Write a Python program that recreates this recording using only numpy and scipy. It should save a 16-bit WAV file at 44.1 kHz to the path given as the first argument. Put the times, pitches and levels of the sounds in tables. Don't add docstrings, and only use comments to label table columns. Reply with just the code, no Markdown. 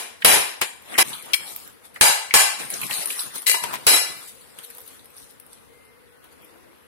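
import sys
import numpy as np
from scipy import signal
from scipy.fft import rfft, irfft, next_fast_len
from scipy.io import wavfile
from scipy.ndimage import uniform_filter1d, minimum_filter1d, map_coordinates

SR = 44100
rng = np.random.default_rng(int(sys.argv[2]) if len(sys.argv) > 2 else 0)


def digitize_waveform(pressure):
    field = np.atleast_2d(pressure).T
    bounded = np.clip(field, -1, 1)
    quanta = np.round(bounded * 32767).astype(np.int16)
    wavfile.write(sys.argv[1], SR, quanta)


def rack_gain(trim_db):
    fader = np.asarray(trim_db, float)
    return 10 ** (fader / 20)


N = 302946


def nut_blows():
    # start_s, peak_db, room_db
    blows = [
        (-.12, -18, 8.5),
        (0.247, -4, 8.5),
    ]
    # start_s, peak_db, room_db
    tap = [
        (0.612, -28.5, 2),
        (0.615, -14.5, -14.5),
    ]
    # start_s, peak_db, room_db
    third = [
        (0.978, -23.5, 13.5),
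        (0.983, -12, 9),
    ]
    # start_s, peak_db, room_db
    splits = [
        (2.01, -3.5, 6.5),
        (2.339, -0.2, 3.5),
    ]
    # start_s, peak_db, room_db
    snap = [
        (1.334, -6, -19.5),
    ]
    # start_s, peak_db, room_db
    runs_on = [
        (1.339, -14.5, -16),
        (1.343, -15.5, -17),
    ]
    # centre_hz, width_hz, level_db
    shell = [(440, 29, -4.5), (605, 46, 1.5), (807, 300, 2), (1335, 990, 2)]
    # centre_hz, width_hz, level_db
    cracked = [(440, 250, -13), (810, 67, 2), (890, 68, 3.5), (1242, 300, -10.5), (1580, 110, -1)]
    # centre_hz, width_hz, level_db
    opened = [(402, 100, -10.5), (834, 87, 5.5), (1124, 123, 3), (1430, 120, 0), (1563, 130, 2)]
    # centre_hz, width_hz, level_db
    seam = [(2360, 20, -1.5), (3210, 46, 2.5), (3960, 67, -5), (5130, 70, -5), (6150, 150, -11),
            (8700, 60, -9.5), (9060, 53, -15), (10800, 150, -14)]
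    # centre_hz, width_hz, level_db
    wider = [(2290, 70, 2), (3300, 90, -3.5), (4320, 90, -4.5), (5200, 90, -5), (8500, 60, -7),
             (9420, 80, -12.5)]
    whole_db = [-1, -7.5, 4, -17, -20, -18, 0, -28, -12.5, -7.5, 1, -4.5, -13, -5, -12.5, -4.5, -2, -8.5,
                -6.5, 0, -34, 3, 2, 3, -5, 9, 1, 6, -7.5, 1.5, -3, -2, -18, -12.5, -5.5, -8.5, -9]
    flat_db = [2.5, 3.5, 5, -6.5, -16.5, -10, 0, -23, -15, -9.5, 2, -9, -22.5, -9, -9.5, -8.5, -8.5, -12,
               -14, -7, -18, -3.5, -4.5, -9, -13, -1.5, -6.5, 3.5, -12.5, -3.5, -7.5, -10, -15, -8, -11,
               -14.5, -16]
    edgewise_db = [-13.5, -22, 8, -14, -22.5, -16, -0.5, -26, -30, -16, 0.5, -22, -20, -6, -1, 2.5, 1.5,
                   -20, -9.5, 8, -14, -5, 1, -9, 8.5, 6.5, 1.5, -5.5, -8, -2, -12.5, -12, -17.5, -12, -13.5,
                   -15, -15]
    cracked_db = [-6, -2.5, -28, -3, -10.5, -16.5, -2.5, -6, -8, -3.5, -9, -7.5, -9, -10.5, -8, -15, -2.5,
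                  -9.5, -13, 3, -24, -6.5, 0.5, -4.5, -2, -8, -9.5, -6.5, -6, -7, -17, -16, -14, -22, -17.5,
                  -16, -11.5]
    wedged_db = [-2.5, 0.5, 0.5, 0, -13, -11, -2.5, -7, -8, -4.5, -1.5, -6.5, -16.5, -7, 0, -16, -3, -10,
                 -8.5, -0.5, -7, -1, -4, -12.5, -3.5, 1.5, -6, -12.5, -8, -11.5, -16, -14, -14, -21, -25,
                 -19, -14.5]
    # from_s, to_s
    silence = (1.029, 1.3)

    nut = strikes(blows, blade(whole_db, width_hz=20), shell, force_db=23.0, crack_s=0.17,
                  thud_db=-14.5, ring_db=2.0, knock_db=-13.5, treble_db=-4.0)
    nut += strikes(third, blade(flat_db, width_hz=47), shell, force_db=21.0, crack_s=0.13,
                   thud_db=-17.5, ring_db=3.0, knock_db=-9.5, treble_db=-3.5)
    t = np.arange(N) / SR
    nut *= uniform_filter1d(1. - ((t > silence[0]) & (t < silence[1])), size=120)
    for split, grip_db, body in zip(splits, (cracked_db, wedged_db), (cracked, opened)):
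        nut += strikes([split], blade(grip_db, width_hz=52), body, force_db=19.0, crack_s=0.18,
                       thud_db=-14.0, ring_db=3.5, knock_db=-3.0, treble_db=-2.5, edge_db=-6)
    nut += strikes(tap, blade(edgewise_db, width_hz=20), shell, force_db=24.5, crack_s=0.13,
                   thud_db=-13, ring_db=1.5, knock_db=-6, treble_db=2.0)
    nut += strikes(snap, seam, shell, force_db=13.0, crack_s=0.03, thud_db=-23.5, ring_db=7.5,
                   knock_db=-12.5, treble_db=35.5, edge_db=-6.5, near_db=-5.5)
    nut += strikes(runs_on, wider, shell, force_db=17.0, crack_s=0.04, thud_db=-36, ring_db=11.0,
                   knock_db=-16, treble_db=18, edge_db=-25.5, near_db=-2)
    return nut


def blade_on_sink():
    # start_s, peak_db, room_db
    clatter = [
        (3.462, -23, -1.5),
        (3.466, -9.5, 0),
        (3.477, -10, -3),
    ]
    # start_s, peak_db, room_db
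    rocks = [
        (3.496, -8, -9),
        (3.514, -8, -15),
        (3.531, -17.5, -15),
        (3.547, -19, -15),
        (3.636, -24, -16.5),
    ]
    # start_s, peak_db, room_db
    knocks = [
        (3.543, -17, -11),
        (3.638, -18.5, -12.5),
        (3.728, -30.5, -20.5),
        (3.733, -26, -26),
        (3.739, -21, -28.5),
        (3.748, -26, -25),
        (3.756, -26.5, -23.5),
    ]
    # start_s, peak_db, room_db
    drop = [
        (3.867, -4, 1.5),
    ]
    # centre_hz, width_hz, level_db
    basin = [(616, 40, -9), (958, 76, 0.5)]
    laid_db = [-7, 2.5, -7, -30, -0.5, -15.5, 0.5, -3.5, -7, -10.5, -2, -25.5, -6.5, -14, -6.5, -8, -11.5,
               -2, -18, 2, -5.5, -4.5, -5.5, -6, -9, -4, -7, 1.5, -3.5, -14, -15, -15, -14.5, -0.5, -15,
               -17, -11]
    rocking_db = [-3.5, -8, 1, -20, -11, -6.5, -5, 0, -7, -7, -2.5, -25.5, -2, -7, -3, -4.5, -13, -1, -17,
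                  4, -4, 1.5, -7, -7.5, -10, -6, -8, 1.5, -2.5, -14, -15, -15.5, -14.5, -3.5, -14, -18,
                  -7.5]
    loose_db = [-6, -2, 0, -20, -7, -10.5, 1, -4, -8.5, -9.5, 1, -8, -9.5, -6.5, -21.5, -9.5, -8, -2, -3,
                -10.5, -21.5, -9.5, 0.5, 3, -4.5, 3, -17.5, -6.5, -2.5, -9, -17.5, -16.5, -18.5, -12, -10.5,
                -16, -13.5]
    # centre_hz, width_hz, level_db
    linger = [(3960, 7, -9)]

    sink = strikes(clatter, blade(laid_db, width_hz=34), basin, force_db=9.0, crack_s=0.08,
                   thud_db=-46.0, ring_db=15.5, knock_db=-20.0, treble_db=4.5, near_db=-5)
    sink += strikes(rocks, blade(rocking_db, width_hz=24), basin, force_db=7.5, crack_s=0.042,
                    thud_db=-45.0, ring_db=11.5, knock_db=-23.0, treble_db=-6.5, near_db=1.5)
    sink += strikes(knocks, blade(laid_db, width_hz=55), basin, force_db=18.0, crack_s=0.11,
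                    thud_db=-43.5, ring_db=-0.5, knock_db=9.5, treble_db=-1, edge_db=0)
    sink += strikes(drop, blade(loose_db, width_hz=28) + linger, basin, force_db=22.0, crack_s=0.39,
                    thud_db=-10.0, ring_db=8.0, knock_db=-35.0, treble_db=-3.0, edge_db=-1.0, near_db=-18)
    return sink


def blade(levels_db, width_hz):
    blade_hz = [1700, 2010, 2340, 2680, 2850, 3250, 3930, 4310, 4720, 4980, 5195, 5790, 6080, 6630, 6920,
                7080, 7345, 7865, 8160, 8480, 8950, 9460, 9700, 10080, 10330, 10510, 10800, 11070, 11610,
                11800, 12200, 12600, 12900, 13200, 13400, 14300, 14800]
    return [(hz, max(width_hz, 36), db) for hz, db in zip(blade_hz, levels_db)]


def strikes(events, steel, body, force_db, crack_s, thud_db, ring_db, knock_db, treble_db,
            edge_db=-6.5, near_db=-6.5):
    # freq_hz, density_db (per Hz)
    crack_spectrum = [(24, -53.5), (40, -16.5), (320, -7), (422, 1.5), (697, -5), (918, -2), (1270, -1),
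                      (2440, 4), (5050, -6.5), (6170, -11), (9690, -12), (14800, -35.5), (16000, -46)]
    # centre_hz, width_hz, level_db
    shimmer = [(10000, 4800, -5), (11770, 2600, -20.5)]
    # centre_hz, width_hz
    hand = (94, 446)
    shimmer_s, edge_s = 0.12, 0.006
    ports = np.array([[1], [-.3]])
    lead = SR // 4
    out = np.zeros((2, lead + N + SR))
    t = np.arange(SR // 2) / SR
    impulse = 1. * (t == 0)

    def norm(x):
        return x / np.linalg.norm(x, axis=-1, keepdims=True)

    def struck(modes):
        def response(f):
            return sum((-1) ** k * rack_gain(db) * resonance(hz, max(width_hz, 5))(f)
                       for k, (hz, width_hz, db) in enumerate(modes))
        return norm(filtered(impulse, response))

    def colour(f):
        tilt_db = along([(500, -treble_db), (3000, 0)], f)
        return rack_gain(along(crack_spectrum, f) + tilt_db)

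    def humps(f):
        return sum(rack_gain(db) * resonance(hz, width_hz)(f) ** 2 for hz, width_hz, db in shimmer)

    ring, knock = struck(steel), struck(body)
    thud = rack_gain(thud_db) * struck([(*hand, 0)])
    for s, db, room_db in events:
        burst = rng.standard_normal((2, len(t))) * rack_gain(-60 * t / crack_s)
        crack = norm(filtered(np.roll(burst, 16, axis=1), colour))
        jangle = rng.standard_normal(len(t)) * rack_gain(-60 * t / shimmer_s)
        dense_modes = rack_gain(shimmer[0][2]) * norm(filtered(jangle, humps))
        tones = rack_gain(ring_db) * (ring + dense_modes) + rack_gain(knock_db) * knock + thud
        into_room = norm(filtered(np.roll(impulse, 64), colour)) + tones
        click = np.diff(rng.standard_normal((2, len(t) + 1))) * rack_gain(-60 * t / edge_s)
        direct = crack + rack_gain(edge_db) * norm(click) + rack_gain(near_db) * tones * ports
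        start = lead + round(s * SR)
        out[:, start:start + len(t)] += rack_gain(db + force_db) * (direct + rack_gain(room_db) * echo(into_room))
    return out[:, lead:lead + N]


def echo(x):
    # freq_hz, t60_s
    room = [(80, 0.29), (300, 0.51), (1500, 0.54), (5000, 0.5), (14000, 0.37)]
    hz, t, z = signal.stft(rng.standard_normal((2, len(x))), SR, nperseg=256)
    decay = rack_gain(-60 * t / along(room, hz)[:, None])
    tail = paired(signal.istft(z * decay, SR, nperseg=256)[1])
    return signal.fftconvolve(x[None], tail / np.linalg.norm(tail[0]), axes=1)[:, :len(x)]


def ticks():
    # start_s, peak_db, centre_hz, pan_db
    touches = [(0.22, -24, 1870, -2), (0.95, -22.5, 1830, 1), (1.13, -24.5, 3470, -1),
               (0.9395, -26, 2930, -2), (2.5, -22.5, 2600, 0), (0.22, -27, 3000, -0.5),
               (1.136, -29, 3800, 1), (1.959, -29, 1900, 1), (2.3072, -18, 2200, 1.5),
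               (2.831, -26, 2450, -8), (2.9085, -20.5, 2750, 5.5), (3.102, -20.5, 2570, -2),
               (4.586, -36, 3200, 2.5), (2.815, -27.5, 2500, 2), (4.992, -43.5, 3670, -3),
               (5.531, -49, 4700, -9), (5.175, -41, 5100, 1)]
    # start_s, peak_db, centre_hz, pan_db
    snaps = [(0.822, -36, 11500, 6), (1.181, -40, 10000, 2), (1.198, -35, 10000, 2),
             (1.2243, -29, 10300, 2), (1.258, -33, 9600, 8), (1.943, -39, 11300, 3),
             (1.561, -19.5, 12900, -1), (1.676, -31, 12800, -8), (2.702, -17, 10260, 3),
             (2.709, -22, 10000, 4), (2.739, -21, 5914, 1), (2.8014, -33, 11000, 2),
             (2.8145, -17.5, 10800, -6), (2.938, -18, 10000, 3), (2.972, -26, 10400, 3),
             (3.02, -34, 10000, 0), (3.0572, -13, 10000, 6), (3.073, -20, 10000, 6),
             (3.1228, -25, 10800, 5), (3.1923, -23, 4070, -7), (3.356, -26, 11600, 4),
             (3.38, -23, 10000, 6), (3.419, -29, 10200, 13), (4.587, -28.5, 10400, 6),
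             (4.635, -34, 11900, 4), (4.647, -30, 11500, 4), (4.771, -34, 11100, -2),
             (4.782, -28.5, 11420, 4), (4.804, -34, 12000, 0), (4.863, -36, 12300, 2),
             (4.877, -31.5, 12000, 5), (5.044, -41, 10600, 3), (5.166, -35, 10100, 3),
             (5.181, -33, 10000, 3), (5.226, -42, 9900, 6), (4.702, -28.5, 11570, 6),
             (4.7491, -33, 13400, 0), (5.056, -38, 10500, 6), (4.814, -34, 12000, 3),
             (5.103, -39, 13000, 3), (5.309, -41, 10500, 5), (5.852, -47, 10000, 5), (6.324, -44, 11000, 5),
             (6.42, -43, 12500, 7), (5.3985, -35.5, 10500, 9), (5.464, -39.5, 10300, 6),
             (5.53, -34, 8950, -4), (6.242, -42.5, 11200, 8.5), (6.446, -43, 10800, 15)]
    touch_t60_s, snap_t60_s = 0.035, 0.022
    broad_db, broad_hz = -15, 4200
    out = np.zeros((2, N + SR))
    t = np.arange(SR // 4) / SR
    events = [(*row, touch_t60_s) for row in touches] + [(*row, snap_t60_s) for row in snaps]
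    for s, db, hz, pan_db, t60_s in events:
        def response(f):
            wide = (hz > broad_hz) * rack_gain(broad_db) * resonance(broad_hz, 2 * broad_hz)(f)
            return resonance(hz, 0.35 * hz)(f) ** 2 + wide

        onset = 1 - np.exp(-t * hz / 4)
        burst = rng.standard_normal((2, len(t))) * rack_gain(-60 * t / t60_s) * onset
        tick = filtered(burst, response)
        tick = tick / np.abs(tick).max(axis=1, keepdims=True) * rack_gain([[pan_db / 2], [-pan_db / 2]])
        out[:, round(s * SR):][:, :len(t)] += rack_gain(db + 2.5) * (tick + rack_gain(-7.0) * echo(tick[0]))
    return out[:, :N]


def handling():
    # start_s, hold_s, level_db, dull_db (dull rub over fibres)
    strokes = [(0.934, 0.05, -44, 14.5), (1.082, 0.024, -36.5, 1), (1.264, 0.14, -50, 12),
               (1.486, 0.0097, -37.5, -7), (1.606, 0.066, -52.5, 7), (3.7, 0.018, -44.5, 13.5),
               (3.79, 0.081, -50.5, 8.5), (4.105, 0.12, -44, 4), (4.768, 0.031, -57, 3),
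               (4.876, 0.079, -50.5, 2), (5.173, 0.024, -49.5, -3), (4.41, 0.12, -53, 2.5),
               (5.487, 0.15, -63.5, 2), (5.739, 0.12, -65, -6.5), (6.412, 0.096, -64.5, 15),
               (6.596, 0.16, -79.5, 25)]
    # start_s, level_db, dull_db (dull
    flicks = [(.218, -47, 8), (.854, -62, -26), (1.141, -42, 0), (1.52, -58, -23), (1.854, -48.5, 0),
              (1.96, -47.5, 10), (2.742, -43.5, 10), (3.106, -33, -6), (3.128, -46, -13), (3.199, -31, -18),
              (3.358, -31.5, -2.5), (3.382, -45, -2), (3.429, -45, -1), (3.636, -34, 0),
              (4.282, -42.5, -18), (4.297, -61, -12), (4.587, -50.5, 11), (4.641, -43, -6),
              (4.7, -51.5, 7.5), (4.752, -61, -8), (4.789, -56, -12), (5.2, -63, -4), (5.24, -58, 4),
              (4.88, -59, -10), (5.305, -53, -3), (5.401, -86, -21), (5.53, -51, -8), (6.24, -59.5, 12.5),
              (6.32, -59, 5), (6.84, -75, -7)]
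    # time_s, flow_db
    water = [(2.53, -69), (2.6, -28.5), (2.685, -36.5), (2.74, -31), (2.77, -32.5), (2.79, -32.5),
             (2.84, -28), (2.89, -32.5), (2.908, -25.5), (3.03, -26.5), (3.05, -31), (3.235, -34),
             (3.27, -33.5), (3.45, -56.5)]
    # freq_hz, density_db (per Hz)
    fibre_spectrum = [(2060, -28), (3500, -2.5), (4340, -3.5), (5670, -6), (6740, -6.5), (9930, 4.5),
                      (11800, -2), (14900, -6.5), (16000, -12.5)]
    # freq_hz, density_db (per Hz)
    rub_spectrum = [(59, -41), (130, -1), (200, -3.5), (449, -4.5), (584, -4), (1300, -3.5), (1470, -5),
                    (2440, -6.5), (6500, -20.5), (8450, -24), (14300, -120)]

    moves = [(swell(s, hold_s, db, rise_db_s=182, fall_db_s=118.5), dull_db)
             for s, hold_s, db, dull_db in strokes]
    moves += [(swell(s, 0.0038, db, rise_db_s=704, fall_db_s=344.5), dull_db)
              for s, db, dull_db in flicks]
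    flow_db = curve(water, order=1, silent=-200)
    middle_db = np.mean(water, axis=0)[1]
    spray_db = -42 + 1.4 * (flow_db - middle_db)
    spray = uniform_filter1d(rack_gain(spray_db), size=300)
    splash = uniform_filter1d(rack_gain(flow_db), size=300)
    high = fine(sum(gain for gain, _ in moves)) + spray
    low = fine(sum(gain * rack_gain(dull_db) for gain, dull_db in moves)) + splash
    fibres = rack_gain(1.0) * high * rush(fibre_spectrum, patchy_db=3.5, grains=0.0072, spike_db=-6.0)
    rub = rack_gain(-6.0) * low * rush(rub_spectrum, patchy_db=4, grains=0.003, spike_db=0)
    return fibres * rack_gain([[2.2], [-2.2]]) + rub * rack_gain([[1.1], [-1.1]])


def drain():
    # start_s, hold_s, level_db
    hums = [
        (4.358, 0.024, -54),
        (4.698, 0.11, -51),
        (5.092, 0.095, -59),
        (5.722, 0.026, -54),
        (5.969, 0.14, -54),
        (6.508, 0.016, -52.5),
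        (6.706, 0.016, -71.5),
    ]
    gain = sum(swell(*row, rise_db_s=72.5, fall_db_s=147) for row in hums)
    return tone(478, gain, blur_hz=22.7)


def far_voices():
    # start_s, hold_s, pitch_hz, level_db, wander_hz
    far = [
        (5.739, 0.18, 2090, -56.5, 3.9),
        (6.126, 0.15, 1496, -59.5, 16),
        (6.44, 0.3, 350.6, -56, 45.1),
    ]
    lines = 0
    for s, hold_s, hz, db, blur_hz in far:
        lines = lines + tone(hz, swell(s, hold_s, db, rise_db_s=180.5, fall_db_s=180.5), blur_hz)
    return lines


def squeal():
    # time_s, pitch_hz
    glide = [(6.54, 11642), (6.57, 12800), (6.6, 13387), (6.728, 12370), (6.77, 13300), (6.8, 13200),
             (6.826, 12060), (6.86, 11050)]
    first_s, last_s = glide[0][0], glide[-1][0]
    flutter = 1 + np.sin(2 * np.pi * 45 * np.arange(N) / SR)
    gain = swell(first_s, last_s - first_s, -65.5, rise_db_s=2000, fall_db_s=1980)
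    return flutter * tone(curve(glide, order=1), gain, blur_hz=40.3)


def room_air():
    # freq_hz, density_db (per Hz)
    air_spectrum = [(12, -53.5), (20, -32.5), (74, -1), (163, -5), (270, -1.5), (357, -6.5), (485, 0.5),
                    (607, -8), (720, -10), (900, -8), (2080, -10.5), (2260, -13), (3950, -18.5),
                    (6720, -27.5), (11100, -15.5), (13500, -25.5), (16000, -26.5)]
    air = rush(air_spectrum, patchy_db=1.2, grains=0, spike_db=0)
    return rack_gain(-53.5) * air * rack_gain([[1.4], [-1.4]])


def resonance(hz, width_hz):
    return lambda f: 1j * f * width_hz / (hz * hz - f * f + 1j * f * width_hz)


def rush(spectrum, patchy_db, grains, spike_db):
    z = signal.stft(rng.standard_normal((2, N)), nperseg=512)[2]
    field = uniform_filter1d(uniform_filter1d(rng.standard_normal(z.shape[1:]), 6, 0), 8, 1)
    x = signal.istft(z * rack_gain(patchy_db * field / field.std()), nperseg=512)[1][:, :N]
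    burst = (rng.random(N) < grains) * rack_gain(spike_db * rng.exponential(size=N))
    x = x * (1 + uniform_filter1d(burst, size=24) * 24)
    return unit(filtered(paired(x), lambda hz: rack_gain(along(spectrum, hz))))


def tone(hz, gain, blur_hz):
    wander = map_coordinates(rng.standard_normal(N // 600 + 4), [np.arange(N) / 600])
    phase = 2 * np.pi * np.cumsum(hz + blur_hz * wander) / SR
    return rack_gain(-4.5) * fine(gain) * np.sin(phase)


def paired(two):
    # freq_hz, correlation (-1 to 1)
    alike = [(40, -.4), (150, -.72), (400, -.35), (1200, -.05), (3000, -.1), (10000, -.05)]

    def mid_side(hz):
        turn = np.arccos(np.clip(along(alike, hz), -1, 1)) / 2
        return np.array([np.cos(turn), np.sin(turn)])

    mid, side = filtered(two, mid_side)
    return np.array([mid + side, mid - side])


def filtered(x, response):
    m = next_fast_len(x.shape[-1] + 4096)
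    return irfft(rfft(x, m) * response(np.fft.rfftfreq(m, 1 / SR)), m)[..., :x.shape[-1]]


def unit(x):
    return x / np.sqrt(np.mean(x ** 2, axis=-1, keepdims=True) + 1e-20)


def along(points, hz):
    f, v = np.transpose(points)
    return np.interp(np.log(hz + 1), np.log(f + 1), v)


def curve(rows, order, silent=None):
    rows = np.array(rows)
    return np.interp(np.arange(N) / SR, rows[:, 0], rows[:, order], silent, silent)


def swell(start, hold, db, rise_db_s, fall_db_s):
    t = np.arange(0, N + 64, 64) / SR
    before, after = np.maximum(start - t, 0), np.maximum(t - start - hold, 0)
    return rack_gain(db - rise_db_s * before - fall_db_s * after)


def fine(coarse):
    return np.interp(np.arange(N), np.arange(len(coarse)) * 64, coarse)


def scene():
    struck = (nut_blows() + blade_on_sink()) * rack_gain([[1.5], [-1.5]])
    lines = drain() + far_voices() + squeal()
    return struck + ticks() + handling() + lines * [[1.7], [.3]] + room_air()


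def gain_control(dry):
    level = np.sqrt(np.abs(uniform_filter1d(dry ** 2, size=64, axis=1)))
    held = -minimum_filter1d(-level, size=700, axis=1, origin=340)
    threshold_db = np.array([[-7.5], [-9.5]])
    cut_db = -.85 * np.maximum(20 * np.log10(held + 1e-9) - threshold_db, 0)
    x = dry * rack_gain(uniform_filter1d(cut_db, size=220, axis=1, origin=100))
    return x / (1 + np.abs(x / 1.05) ** 6) ** (1 / 6)


def masked(x, near_db, top_db, bass_db):
    hz, _, z = signal.stft(x, SR, nperseg=1024)
    hz = hz[:510, None]
    power = uniform_filter1d((np.abs(z[:, :510]) ** 2).sum(0), size=2, axis=1) + 1e-16
    band = np.repeat(power.reshape(102, 5, -1).mean(1), 5, axis=0)
    whim = uniform_filter1d(rng.standard_normal((102, band.shape[1])), size=6, axis=1)
    whim_db = np.repeat(whim, 5, axis=0) * 13 + top_db * np.clip(hz / 2000 - 6.7, 0, 1)
    around_gain = rack_gain(near_db + whim_db - 7 * (hz < 3000)) * (hz > 550)
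    around = uniform_filter1d(band, size=90, axis=0) * around_gain
    bass = (hz < 330) * band[8:300].mean(0) * rack_gain(bass_db + 12 * whim[0] - hz / 40)

    loud = (np.abs(z) ** 2).sum((0, 1)) + 1e-16
    sudden = uniform_filter1d(1. * (loud > 6 * np.roll(loud, 2)), size=3) > .1
    top_hz = 15800 + 600 * sudden - 650 * (loud > 2e-3 * loud.max()) * ~sudden
    z[:, :510] *= (hz < top_hz) / (1 + ((around * ~sudden + bass) / band) ** 10)
    return signal.istft(z, SR, nperseg=1024)[1][:, :N]


def band_limit(x):
    return signal.sosfilt(signal.butter(12, 16460, fs=SR, output="sos"), x)


def record(dry):
    mix = masked(gain_control(dry), near_db=-11.5, top_db=10, bass_db=-10)
    return band_limit(mix)


dry = scene()
out = record(dry)
digitize_waveform(out)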